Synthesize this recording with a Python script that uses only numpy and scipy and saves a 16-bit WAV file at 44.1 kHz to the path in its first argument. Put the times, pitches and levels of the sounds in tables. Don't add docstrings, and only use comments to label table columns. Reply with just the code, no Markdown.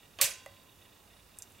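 import sys
import numpy as np
from scipy import signal
from scipy.io import wavfile

SR = 44100
rng = np.random.default_rng(int(sys.argv[2]) if len(sys.argv) > 2 else 0)


def magnitude_from_level(level_db):
    exponent = np.asarray(level_db, float) / 20
    return 10 ** exponent


def inscribe(sig):
    pcm = np.round(np.clip(np.atleast_2d(sig).T, -1, 1) * 32767)
    wavfile.write(sys.argv[1], SR, pcm.astype(np.int16))


N = 70560

# (time [s], peak level [dB])
SNAP_CONTACTS = [
    (0.2127, -18),
    (0.2131, -8),
    (0.2138, -13),
    (0.2151, -18),
    (0.2170, -15),
    (0.2202, -20),
]
# (pitch [Hz], level [dB], time to fall 60 dB [s])
NOTCH_MODES = [(2284, -18, 0.025), (3560, -8, 0.0051), (4320, -5, 0.0038), (6530, -4.5, 0.0056),
               (8400, -3, 0.0029), (9270, -6.5, 0.009), (11500, -4, 0.0026), (14600, -6.5, .002)]
# (level [dB],
# time to fall 60 dB [s])
METAL_HZ = [550, 1030, 1497, 1555, 2253, 2420, 2506, 2761, 3322, 3404, 3835, 4231, 4607, 6160]
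METAL_RINGS = [(-44, 0.32), (-57, 1.97), (-51.5, 0.66), (-56, 1), (-52, 0.35), (-53, .4), (-50, 0.35),
               (-52, 0.92), (-56, 1.3), (-63, .5), (-55, 0.97), (-60, 0.27), (-59, 1.3), (-43, 0.39)]
# (time [s], level [dB], brightness [dB])
CREEP = [
    (0.1866, -80, -2),
    (0.1874, -41, -2),
    (0.191, -44, -3),
    (0.195, -45, -8),
    (0.2, -47, -14),
    (0.205, -46, -7),
    (0.209, -42, -3),
    (0.2105, -52, 2),
    (0.2130, -52, 3),
]
# (pitch [Hz], level [dB], time to fall 60 dB [s])
SHAFT_MODES = [(578, -4.5, 0.018), (1144, 0.5, 0.02), (1910, 0, 0.011), (2560, 4, 0.0066), (3530, 8, .005)]
# (time [s], low level [dB], bright level [dB])
KNOCKS = [
    (0.2135, -45, -62),
    (0.2240, -34.5, -60),
    (0.4613, -37, -43),
    (0.5194, -58, -56),
]
# (pitch [Hz], level [dB], time to fall 60 dB [s])
CASE_MODES = [(554, -5, 0.11), (640, -8, 0.05), (772, -13, 0.12), (1100, -3, 0.011), (1920, -8, .04),
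              (2014, -9, 0.066), (2600, -2, 0.0052)]
# (time [s], peak level [dB], pitch [Hz])
TICKS = [(0.2078, -41, 8300), (0.4613, -47, 8100), (0.636, -52, 10000), (1.3720, -47, 8800),
         (1.3871, -27, 8400), (1.4148, -53, 10000), (1.4200, -49, 8000), (1.4219, -25, 6600),
         (1.4275, -44, 6200), (1.4280, -45, 10500), (1.5022, -49, 10500), (1.5200, -46, 8300)]
TICK_MODES = [5040, 6070, 7200, 8600, 9840, 11400, 12900, 14800]
# (pitch [Hz], time to fall 60 dB [s])
ROOM_T60 = [(300, 0.5), (800, 0.27), (2000, .33), (5000, 0.32), (10000, 0.25), (15000, 0.16)]
# (pitch [Hz], likeness [0-1])
ROOM_LIKENESS = [(60, 0.98), (380, 0.97), (2380, 0.8), (15000, 0.71)]
# (pitch [Hz], level [dB])
SNAP_COLOUR = [(330, -32), (520, -14.5), (1550, -14.5), (2300, -3.5), (3200, -9), (4200, -7), (8500, -4.5),
               (15500, -9)]
# (pitch [Hz], level [dB])
HISS_COLOUR = [(15, -39), (25, -25), (92, -3.5), (451, -8), (1070, -10), (2160, -16.5), (2840, -19),
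               (4870, -18.5), (16000, -22)]
# (pitch [Hz], likeness [0-1])
HISS_LIKENESS = [(60, 0.67), (240, 0.94), (950, 0.34), (3770, 0.57), (15000, 0.99)]
# (pitch [Hz], level [dB], width [Hz])
HUM = [(53.4, -71.5, 4.1), (95.8, -68.5, 11.5), (201, -84.5, 10)]
# (pitch [Hz], level [dB], width [Hz])
RATTLE = [(1907, -78, 55), (2342, -79, 50), (2576, -77.5, 33), (2830, -71.5, 104), (3507, -76, 60),
          (3555, -77.5, 150), (3760, -74, 49)]
# (time [s], level [dB])
RATTLE_SWELL = [(0, 0), (0.051, 1), (0.089, -6), (.14, -0.5), (.6, -0.5), (.65, -7.5), (.7, 3.5), (.75, -3),
                (.8, 0.5), (1., 0), (1.03, -6.5), (1.1, 1.5), (1.14, -2), (1.18, 1), (1.25, -4.5),
                (1.33, 1), (1.47, -0.5), (1.6, 0)]

CREEP_SLIPS_PER_S = 6000
BENCH_ECHO_S, BENCH_ECHO_DB = 0.0008, -3
TICK_T60_S, TICK_SLOPE_DB_PER_OCTAVE = 0.0022, 20
TICK_TAIL_DB, TICK_TAIL_T60_S = -29.5, 0.067
THUMP_S, THUMP_HZ, THUMP_DB, THUMP_T60_S = 0.236, 141, -38.5, 0.073
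ROOM_RISE_S, ROOM_PATCHY_DB = 0.00096, 2.2
SNAP_WET_DB, CASE_WET_DB, TICK_WET_DB = -15, -42, -48
HISS_DB = -60.5
WHINE_HZ, WHINE_DB = 15625, -86
RATTLE_PER_S, RATTLE_THROB_DB, RATTLE_PATCHY_DB = 30, 4.5, -1.8
PAN_DB, ROOM_PAN_DB, HISS_PAN_DB = -1.94, -1.5, -1.83
CUTOFF_HZ, HISS_CUT_HZ = 16950, 16050


def clicks(s, db):
    out = np.full(N, 1e-18)
    np.add.at(out, (np.asarray(s) * SR).astype(int), magnitude_from_level(db))
    return out


def ring(x, hz, t60):
    r = magnitude_from_level(-60 / (t60 * SR))
    w = 2 * np.pi * hz / SR
    return signal.lfilter([0, np.sin(w)], [1, -2 * r * np.cos(w), r * r], x)


def body(x, modes):
    return sum((-1) ** k * magnitude_from_level(db) * ring(x, hz, t60) for k, (hz, db, t60) in enumerate(modes))


def snap():
    s, db = np.transpose(SNAP_CONTACTS)
    out = 0
    for k, (hz, level, t60) in enumerate(NOTCH_MODES):
        hits = clicks(s, db + rng.normal(0, 0.74, len(s)))
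        out = out + (-1) ** k * magnitude_from_level(level) * ring(hits, hz, t60)
    return out


def metal_parts():
    modes = [(hz, *mode) for hz, mode in zip(METAL_HZ, METAL_RINGS)]
    return body(clicks([SNAP_CONTACTS[1][0]], [0]), modes)


def creep():
    t = np.arange(N) / SR
    when, creep_db, bright_db = np.transpose(CREEP)
    slips = (rng.random(N) < CREEP_SLIPS_PER_S / SR) * rng.standard_normal(N)
    slips = slips * magnitude_from_level(np.interp(t, when, creep_db, -200, -200))
    slips = signal.lfilter([0.4], [1, -0.6], slips)
    bright = slips * magnitude_from_level(np.interp(t, when, bright_db))
    return magnitude_from_level(-7.5) * body(slips, SHAFT_MODES) + body(bright, NOTCH_MODES)


def knocks():
    s, low_db, bright_db = np.transpose(KNOCKS)
    return body(clicks(s, low_db), CASE_MODES) + body(clicks(s, bright_db), NOTCH_MODES)


def bench_thump():
    top = ring(clicks([THUMP_S], [THUMP_DB]), THUMP_HZ, THUMP_T60_S)
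    return ring(top, THUMP_HZ * 0.766, THUMP_T60_S) / 200


def ticks():
    out = 0
    for s, db, hz in TICKS:
        hit = clicks([s, s + BENCH_ECHO_S], [db, db + BENCH_ECHO_DB])
        modes = [(mode, -TICK_SLOPE_DB_PER_OCTAVE * abs(np.log2(mode / hz)), TICK_T60_S)
                 for mode in TICK_MODES]
        out = out + body(hit, modes)
    out = signal.sosfilt(signal.butter(2, 4300, "high", fs=SR, output="sos"), out)
    t = np.arange(SR // 8) / SR
    fade = magnitude_from_level(TICK_TAIL_DB - 60 * t / TICK_TAIL_T60_S) * (t > BENCH_ECHO_S)
    return out + signal.fftconvolve(out, rng.standard_normal(len(t)) * fade)[:N]


def rms_one(x):
    return x / np.sqrt(np.mean(x ** 2) + 1e-20)


def at_hz(points, hz):
    pitches, values = np.array(points)[:, 0], np.array(points)[:, 1]
    return np.interp(np.log(hz), np.log(pitches), values)


def pan(db):
    return magnitude_from_level(np.array([[db], [-db]]))


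def drift(rate):
    r = np.exp(-80 * np.pi * rate / SR)
    noise = rng.standard_normal(N // 40 + 2002)
    slow = signal.lfilter([1], [1, -2 * r, r * r], noise)[2000:]
    return np.interp(np.arange(N) / 40, np.arange(len(slow)), rms_one(slow))


def bands(likeness, gain):
    edges = 22 * 2 ** np.arange(0, 9.7, 1 / 3)
    white = rng.standard_normal((2, 2, N))
    out = 0
    for k, (low, high) in enumerate(zip(edges, edges[1:])):
        band = signal.butter(2, [low, high], "band", fs=SR, output="sos")
        mid, side = signal.sosfilt(band, white[k % 2])
        hz = np.sqrt(low * high)
        alike = np.clip(at_hz(likeness, hz), 0, 1)
        stereo = np.sqrt(1 + alike) * mid + np.sqrt(1 - alike) * side * [[1], [-1]]
        out = out + gain(hz) * stereo
    return out


def room(x, colour):
    t = np.arange(N) / SR
    rise = 1 - np.exp(-t / ROOM_RISE_S)

    def gain(hz):
        fall_db = 60 * t / at_hz(ROOM_T60, hz)
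        return rise * magnitude_from_level(at_hz(colour, hz) + ROOM_PATCHY_DB * drift(40) - fall_db)

    reply = bands(ROOM_LIKENESS, gain)
    return pan(ROOM_PAN_DB) * signal.fftconvolve(reply, x[None], axes=1)[:, :N]


def narrow(hz, width_hz):
    return rms_one(ring(rng.standard_normal(N), hz, np.log(1000) / np.pi / width_hz))


def fan_rattle():
    t = np.arange(N) / SR
    turn = np.cumsum(RATTLE_PER_S * (1 + 0.14 * drift(2.93))) / SR
    when, swell_db = np.transpose(RATTLE_SWELL)
    shared_db = RATTLE_THROB_DB * np.cos(2 * np.pi * turn) + RATTLE_PATCHY_DB * drift(8.6)
    shared_db = shared_db + np.interp(t, when, swell_db)
    return sum(magnitude_from_level(db + shared_db + 0.89 * drift(8.7)) * narrow(hz, width) for hz, db, width in RATTLE)


def mains_hum():
    whine = magnitude_from_level(WHINE_DB) * np.sin(2 * np.pi * WHINE_HZ * np.arange(N) / SR)
    return sum(magnitude_from_level(db) * narrow(hz, width) for hz, db, width in HUM) + whine


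def hiss_and_rumble():
    noise = bands(HISS_LIKENESS, lambda hz: magnitude_from_level(at_hz(HISS_COLOUR, hz) + 1.0 * drift(4.5)))
    return magnitude_from_level(HISS_DB) * rms_one(noise)


def cut(x, hz):
    return signal.sosfilt(signal.ellip(10, 0.5, 70, hz - 150, fs=SR, output="sos"), x)


def scene():
    small = ticks()
    case = knocks() + creep()
    wet = room(clicks([SNAP_CONTACTS[1][0]], [SNAP_WET_DB]), SNAP_COLOUR)
    wet += room(magnitude_from_level(CASE_WET_DB) * case + magnitude_from_level(TICK_WET_DB) * small, [(300, 0.014), (16000, 0.0051)])
    background = pan(HISS_PAN_DB) * (hiss_and_rumble() + mains_hum() + fan_rattle())
    duller = pan(PAN_DB) * (metal_parts() + case + bench_thump()) + wet + background
    return pan(PAN_DB) * (snap() + small) + cut(duller, HISS_CUT_HZ)


def band_limit(x):
    return signal.sosfilt(signal.butter(12, 16980, fs=SR, output="sos"), x)


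def record(dry):
    return band_limit(cut(dry, CUTOFF_HZ))


dry = scene()
out = record(dry)
inscribe(out)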